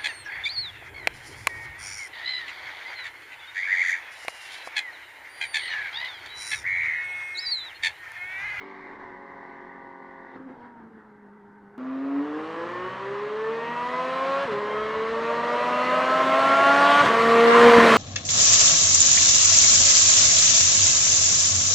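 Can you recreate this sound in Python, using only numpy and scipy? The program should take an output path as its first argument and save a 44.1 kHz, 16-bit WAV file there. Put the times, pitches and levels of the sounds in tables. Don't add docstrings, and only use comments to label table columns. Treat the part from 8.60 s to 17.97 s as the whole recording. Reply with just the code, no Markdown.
import sys
import numpy as np
from scipy import signal
from scipy.fft import rfft, irfft
from scipy.io import wavfile
from scipy.ndimage import uniform_filter1d

SR = 44100
rng = np.random.default_rng(int(sys.argv[2]) if len(sys.argv) > 2 else 0)


def voltage_ratio(decibels):
    exponent = np.asarray(decibels, float) / 20
    return 10 ** exponent


def generate_wav(signal):
    frames = np.transpose(np.atleast_2d(signal))
    scaled = np.clip(frames, -1, 1) * 32767
    pcm = np.round(scaled).astype(np.int16)
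    wavfile.write(sys.argv[1], SR, pcm)


N = 413216
TIME = np.arange(N) / SR
EDIT_S = 3.1795
LEVEL_S = 9.93

# (time [s], firing rate [Hz], roar level at 1.5-3 kHz [dB])
PULL = [(3.17, 126.6, -56), (3.57, 140.8, -50.5), (3.8, 155.6, -47.5), (4.02, 168.8, -45.5),
        (4.3, 187.6, -45), (4.45, 195.6, -45), (4.71, 212.2, -45.5), (5.15, 239.6, -42.5),
        (5.79, 276.1, -38), (5.852, 279, -37.5), (5.895, 220, -40.5), (5.93, 204.1, -41.5),
        (6.21, 214.4, -40.5), (6.62, 229.3, -39), (7.47, 258.9, -33), (8.23, 283.8, -27), (8.422, 289, -25),
        (8.47, 226.2, -28.5), (8.66, 229.4, -28), (8.93, 234.5, -26.5), (8.96, 235.5, -24),
        (9.07, 236.9, -21.5), (9.21, 232.3, -22), (9.37, 222.6, -20.5)]
# (multiple of firing rate, level against roar [dB])
FIRING_ORDERS = [(1, -7.5), (2, 8.5), (3, 0), (4, 0.5), (5, -0.5)]
# (multiple of firing rate, level against roar [dB])
UPPER_ORDERS = [(6, 0), (7, -5), (8, -1), (9, -2), (10, -2), (11, -1), (12, -4), (13, -3), (14, -4),
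                (15, -5), (16, -5), (17, -4), (18, -4), (19, -4), (20, -6)]
# (multiple of crank speed, level against roar [dB])
CRANK_ORDERS = [(2, -23), (4, -24), (8, -16.5)]
# (frequency [Hz], gain [dB])
MUFFLER = [(130, -7), (200, -0.5), (240, 6.5), (280, 2), (340, -2.5), (430, 1.5), (490, 1.5), (550, 0.5),
           (590, -3), (700, -3), (800, -2.5), (860, -4), (950, 3), (1100, 3.5), (1200, 3), (1400, 7.5)]
# (frequency [Hz], gain [dB])
PIPE = [(800, -18), (1100, -0.5), (1450, -8.5), (1900, -6), (2400, -20), (2900, -12.5), (3600, -22.5),
        (4200, -22), (5000, -35.5)]
# (frequency [Hz], gain [dB])
LOW_CUT = [(85, -15.5), (125, -0.5)]
# (frequency [Hz], relative density [dB per Hz])
NEAR_ROAR = [(30, -56), (110, -22.5), (200, -7), (330, -10), (450, -3), (650, -5.5), (780, -9.5),
             (1050, 1.5), (1450, -6.5), (1900, -7.5), (2600, -15.5), (3400, -19), (4100, -22),
             (5000, -27.5), (8000, -35), (15500, -54)]
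# (firing rate [Hz], gain [dB])
BODY = [(128, 9), (160, 1.5), (200, 1), (235, -1.5), (270, -3), (290, -7)]
# (time [s], half length [s], gain at 8 kHz [dB])
SHEEN = [(3.9, .3, 2.5), (5.4, .3, 2), (6.4, .5, -2)]
# (time [s], frequency [Hz], fuzz level [dB])
NARROW_BANDS = [
    [(4.6, 592.3, -58), (5.3, 649.5, -44.5), (5.7, 683, -41), (5.87, 687.4, -41)],
    [(5.92, 546, -39.5), (6.2, 570.3, -49), (6.7, 594.5, -38.5), (7.2, 601.8, -32), (7.6, 634.6, -28),
     (7.9, 667, -25), (8.3, 681.5, -24.5), (8.39, 684, -27), (8.42, 686, -18), (8.445, 689.6, -22)],
    [(8.94, 1009, -24), (9.03, 1051, -21), (9.15, 1000, -22), (9.24, 1061, -26)],
]
# (time [s], engine cycles [Hz], tone level [dB], roar level at 1.5-3 kHz [dB])
COAST = [(0.0, 47.9, -57, -45), (0.062, 48.46, -55, -49.5), (0.36, 46.93, -57.5, -48),
         (0.383, 46.7, -66, -53), (0.396, 46.75, -55, -47.5), (0.6, 46.16, -57, -52),
         (0.85, 45.83, -57, -50), (1.366, 45.06, -56.5, -55), (1.76, 44.36, -57.5, -52.5)]
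# (multiple of cycle rate, level against tone level [dB])
COAST_ORDERS = [(4, -7.5), (5, -5), (6, 1.5), (8, 1.5), (9, -2.5), (11, -12), (12, -1), (15, -4), (17, -7),
                (18, 0), (19, -7), (20, -7), (21, 4), (22, -5), (23, -4), (24, -2), (26, -1), (33, -3.5),
                (39, -7), (40, -9), (42, -5), (43, -12), (45, -5.5)]
# (frequency [Hz], relative density [dB per Hz])
FAR_ROAR = [(30, -17), (130, -15.5), (220, -5.5), (400, -5), (620, -13.5), (950, -2), (1320, -13.5),
            (2050, -3), (2500, -29), (4000, -32.5), (6500, -47.5), (10000, -65), (15500, -72)]
# (time [s], firing rate [Hz], roar level at 0.7-1.5 kHz [dB])
SETTLE = [(1.75, 254.8, -49), (1.8, 263.3, -51.5), (1.87, 265.4, -54.5), (1.89, 249, -49),
          (1.935, 273.5, -52), (1.97, 245.2, -54), (2.05, 241, -50), (2.13, 232, -57), (2.2, 227, -54.5),
          (2.29, 221.7, -58.5), (2.4, 215.8, -56), (2.6, 204, -60), (3.18, 205.2, -59.5)]
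# (multiple of firing rate, level [dB])
SETTLE_ORDERS = [(1, -55), (2, -59), (4, -67)]
# (multiple of half the firing rate, level [dB])
HALF_ORDERS = [(9, -63), (15, -69), (19, -74)]
# (frequency [Hz], relative density [dB per Hz])
SETTLED_ROAR = [(30, -22), (130, -8), (230, -1), (330, -2.5), (420, -3.5), (600, -11.5), (900, -4),
                (1150, -10), (1550, -8), (2100, -17.5), (2400, -30.5), (4000, -39), (7000, -54),
                (15500, -75)]
# (time [s], half length [s], treble lift [dB])
RASPS = [(.05, .15, 6), (1.755, .025, 7), (2.0, 0.045, 4.5)]
# (time [s], multiple of running order, half length [s], gain [dB])
SWELLS = [(.15, 8, 0.29, 6), (.2, 4, .3, 4), (.15, 21, .25, -7), (0.57, 24, .2, -9), (.2, 26, 0.45, -7),
          (0.13, 9, 0.22, -8), (.2, 12, 0.33, -8), (1.83, 1, 0.067, 10.5), (1.92, 1, 0.019, 10),
          (1.96, 1, 0.013, -8), (2.1, 1, 0.24, 4), (2.08, 4, 0.15, 16), (2.18, 2, 0.13, -9),
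          (3.45, 2, 0.33, 12.5), (2.9, 5, 0.19, 14), (3.5, 5, .33, 6), (3.55, 9, .33, 5), (5.0, 12, .2, 6),
          (3.8, 7, 0.32, 5.5), (4.14, 10, 0.27, 8.5), (4.17, 6, 0.32, 6.5), (3.8, 3, 0.31, 6.5),
          (4.33, 16, 0.12, 8.5), (4.345, 2, 0.061, -15), (4.3, 4, .45, -4.5), (4.77, 3, .38, -7.5),
          (4.716, 2, 0.28, 5.5), (5.06, 8, 0.37, 8.5), (5.0, 11, 0.25, 9), (5.62, 9, .26, 7.5),
          (5.25, 10, .3, 8), (5.207, 2, 0.21, -9), (5.5, 4, 0.57, 5), (5.68, 5, 0.21, -8.5),
          (5.2, 13, 0.15, 4), (5.75, 14, .12, 6), (6.17, 15, 0.11, 12), (7.1, 17, .35, 9.5),
          (6.22, 10, 0.26, 7), (6.25, 4, 0.27, -14), (6.2, 6, 0.061, 11), (7.2, 8, 1, 5),
          (7.24, 11, 0.34, 5.5), (5.872, 2, 0.0065, -15), (5.83, 4, 0.024, -9), (5.88, 4, .025, 10.5),
          (8.33, 4, .1, 4), (5.6, 15, .22, 12), (3.85, 15, .08, 12), (7.72, 2, 0.94, -10.5),
          (8.21, 3, 0.2, 6.5), (8.204, 10, 0.26, 4.5), (8.3, 12, 0.13, 8), (8.31, 5, 0.12, -5.5),
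          (8.46, 2, 0.025, -14), (8.726, 4, 0.24, -15), (8.75, 3, 0.26, 5), (9.0, 4, 0.23, -10),
          (8.93, 1, 0.31, 2), (9.2, 5, 0.23, -5.5), (9.3, 2, 0.13, -9.5), (9.3, 4, 0.1, -17.5)]
# (time [s], level [dB], frequency [Hz])
THUDS = [(1.76, -35.5, 253), (5.855, -37, 152), (5.924, -33, 170), (8.414, -29, 130.1), (8.464, -29.5, 130),
         (9.185, -9, 269.8)]
# (frequency [Hz], time to fall 60 dB [s])
TREES = [(200, 1), (1000, 1), (4000, 0.39)]
# (time [s], half length [s], gain [dB])
RUMBLE_SWELLS = [(4.248, 0.14, 12), (5.87, 0.074, 8), (6.45, .4, 7), (8.44, 0.072, 7), (8.9, .4, 5),
                 (9.18, 0.067, 14)]
# (frequency [Hz], density [dB per Hz])
HISS = [(30, -100), (300, -112), (3000, -124), (8000, -128), (13000, -133), (16000, -145)]
# (time [s], side gain before its colour [dB])
SIDE_NOISE = [(8.85, -40), (8.868, -3), (8.94, -1.5), (8.95, -11), (8.975, -14.5), (8.985, -60)]
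# (frequency [Hz], gain [dB])
SIDE_COLOUR = [(300, -12), (900, 3)]


def read(points, hz):
    f, value = np.transpose(points)
    return np.interp(np.log(hz + 1), np.log(f + 1), value)


def columns(rows, t):
    s, *values = np.transpose(rows)
    gate = np.clip(np.minimum(t - s[0], s[-1] + .01 - t) / .01, 0, 1)
    return gate, [np.interp(t, s, v) for v in values]


def drift(rate_hz):
    knots = rng.standard_normal(int(N / SR * 40) + 2)
    smooth = signal.lfilter([1], [1, -np.exp(-rate_hz / 40 * 2 * np.pi)], knots)
    return np.interp(TIME * 40, np.arange(len(knots)), smooth / smooth.std())


def bell(t, s, half):
    return np.exp(-((t - s) / half) ** 2)


def plateau(s, half):
    return np.exp(-np.square(np.square((TIME - s) / half)))


def swell_db(multiple):
    return sum(db * plateau(s, half) for s, k, half, db in SWELLS if round(k) == multiple)


def partial(turns, db, fade_db, spread=1, flutter_db=0):
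    level_db = db + fade_db * drift(5.2) + flutter_db * drift(30)
    phase_turns = turns + spread * rng.random()
    return np.sqrt(2) * voltage_ratio(level_db) * np.cos(2 * np.pi * phase_turns)


def roar(firing_turns, throb, colour_db, band, patchy_db):
    throbbing = (1 + throb * np.cos(2 * np.pi * firing_turns)) / np.sqrt(1 + throb ** 2 / 2)
    puffs = throbbing * rng.standard_normal(N)
    hz, t, z = signal.stft(puffs, SR, nperseg=1024, noverlap=768)
    shape_db, level_db, gate = colour_db(hz[:, None], t)
    shape = voltage_ratio(shape_db) * np.ones(z.shape)
    inside = (hz > band[0]) & (hz < band[1])
    shape /= np.sqrt((shape[inside] ** 2).sum(0) / len(hz))
    patches = uniform_filter1d(uniform_filter1d(rng.standard_normal(z.shape), 8, 0), 12, 1)
    gain = shape * voltage_ratio(level_db + patchy_db * patches / patches.std()) * gate
    return signal.istft(z * gain, SR, nperseg=1024, noverlap=768)[1][:N]


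def near_colour_db(hz, t):
    gate, (firing_hz, roar_db) = columns(PULL, t)
    air_db = 1.48 * (LEVEL_S - t) - 0.0069 * (299 - firing_hz)
    air_db -= 3.5 * np.clip((t - 9.2) / .4, 0, 1)
    air_db -= sum(db * bell(t, s, half) for s, half, db in SHEEN)
    loss_db = air_db * (hz / 8000) ** 1.9
    body_db = read(BODY, firing_hz) / (1 + (hz / 1300) ** 4)
    burble_db = sum(4 * bell(t, s, .02) for s in (THUDS[2][0], THUDS[4][0]))
    return read(NEAR_ROAR, hz) - loss_db + body_db, roar_db + burble_db, gate


def pulling():
    _, (hz, roar_db) = columns(PULL, TIME)
    turns = np.cumsum(hz) / SR
    cut_db = np.clip(uniform_filter1d(np.gradient(hz) * SR, 600) / 25, -16, 0)
    tones = np.zeros(N)
    for k, db in FIRING_ORDERS:
        level_db = roar_db + db + swell_db(k) + read(MUFFLER, k * hz) + cut_db * (.12 if k < 3 else 1)
        tones += partial(k * turns, level_db, fade_db=1.5, spread=.45, flutter_db=1.5 * (k > 2))
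    for k, db in UPPER_ORDERS:
        level_db = roar_db + db + swell_db(k) + cut_db + read(PIPE, k * hz)
        tones += partial(k * turns, level_db, fade_db=2.5, spread=.45, flutter_db=1.5)
    far_db = 2.5 * (LEVEL_S - TIME)
    for k, db in CRANK_ORDERS:
        level_db = roar_db + db + far_db + cut_db + read(LOW_CUT, k * hz / 3)
        tones += partial(k * turns / 3, level_db, fade_db=2.5)
    return tones + roar(turns, 0.12, near_colour_db, (1500, 3000), patchy_db=1.4)


def narrow_bands(width_hz=38, steady=0.87):
    out = np.zeros(N)
    r = np.exp(-np.pi * width_hz / SR)
    for rows in NARROW_BANDS:
        gate, (hz, db) = columns(rows, TIME)
        noise = rng.standard_normal((N, 2)) @ [1, 1j]
        fuzz = signal.lfilter([1], np.convolve([1, -r], [1, -r]), noise)
        carrier = np.exp(2j * np.pi * np.cumsum(hz) / SR)
        out += gate * voltage_ratio(db) * ((fuzz / fuzz.real.std() + steady) * carrier).real
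    return out


def rasp_db(hz, t):
    lift_db = sum(db * bell(t, s, half) for s, half, db in RASPS)
    return lift_db / (1 + (2500 / (hz + 1)) ** 8 + (hz / 5500) ** 8)


def far_colour_db(hz, t):
    gate, (cycle_hz, _, roar_db) = columns(COAST, t)
    return read(FAR_ROAR, hz * 46.3 / cycle_hz) + rasp_db(hz, t), roar_db, gate


def coasting():
    gate, (hz, tone_db, _) = columns(COAST, TIME)
    turns = np.cumsum(hz) / SR
    tones = np.zeros(N)
    for k, db in COAST_ORDERS:
        tones += partial(k * turns, tone_db + db + swell_db(k), fade_db=1.2, spread=0.56)
    return gate * tones + roar(3 * turns, 0.069, far_colour_db, (1500, 3000), patchy_db=1.5)


def settled_colour_db(hz, t):
    gate, (_, roar_db) = columns(SETTLE, t)
    return read(SETTLED_ROAR, hz) + rasp_db(hz, t), roar_db, gate


def settling():
    gate, (hz, _) = columns(SETTLE, TIME)
    turns = np.cumsum(hz * (1 + 0.0141 * drift(11.5))) / SR
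    tones = np.zeros(N)
    for k, db in SETTLE_ORDERS:
        tones += partial(k * turns, db + swell_db(k), fade_db=2.0)
    for k, db in HALF_ORDERS:
        tones += (TIME > 2.5) * partial(k / 2 * turns, db, fade_db=3.0)
    return gate * tones + roar(turns, 0.18, settled_colour_db, (700, 1500), patchy_db=1.7)


def thuds():
    out = np.zeros(N)
    for s, db, hz in THUDS:
        cycles = (TIME - s) * hz
        out += voltage_ratio(db) * bell(cycles, 0, .8) * np.sin(2 * np.pi * cycles)
    return out


def trees(x):
    taps = np.zeros(SR)
    at = np.arange(900, SR - 20, 20)
    taps[at + rng.integers(0, 20, len(at))] = rng.choice([-1., 1.], len(at))
    hz, t, z = signal.stft(taps, SR, nperseg=256)
    t60_s = np.clip(read(TREES, hz), .05, 3)[:, None]
    tail = signal.istft(z * voltage_ratio(-60 * t / t60_s), SR, nperseg=256)[1]
    return signal.fftconvolve(x, tail / np.linalg.norm(tail))[:N]


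def rumble():
    band = signal.butter(2, (45, 125), "band", fs=SR, output="sos")
    low = signal.sosfilt(band, rng.standard_normal(N))
    level_db = -56.5 - 2.5 * (LEVEL_S - TIME)
    level_db += sum(db * plateau(s, half) for s, half, db in RUMBLE_SWELLS)
    return voltage_ratio(level_db + 2.4 * drift(8)) * low / low.std()


def hiss():
    hz = np.fft.rfftfreq(N, 1 / SR)
    return irfft(rfft(rng.standard_normal(N)) * voltage_ratio(read(HISS, hz)), N) * np.sqrt(SR / 2)


def scene():
    far = TIME < EDIT_S
    car = np.where(far, coasting() + settling(), pulling() + narrow_bands()) + thuds()
    echo = np.where(far, voltage_ratio(-19) * trees(car * far), voltage_ratio(-18) * trees(car * ~far))
    return np.array([car + echo + hiss() + ~far * rumble()] * 2)


def top_cut(x):
    return signal.sosfilt(signal.butter(12, 15750, fs=SR, output="sos"), x)


def record(dry):
    hz, t, z = signal.stft(dry[0], SR, nperseg=1024)
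    z *= voltage_ratio(read(SIDE_COLOUR, hz))[:, None] * np.exp(2j * np.pi * rng.random(z.shape))
    side_db = np.interp(TIME, *np.transpose(SIDE_NOISE), left=-120, right=-120)
    side = voltage_ratio(side_db) * signal.istft(z, SR, nperseg=1024)[1][:N]
    stereo = dry + [side, -side]
    rounded = np.tanh(stereo ** 3 + 1e-18) ** (1 / 3 + 0j)
    mix = np.sign(stereo) * abs(rounded) * .95
    return top_cut(mix)


dry = scene()
out = record(dry)
generate_wav(out)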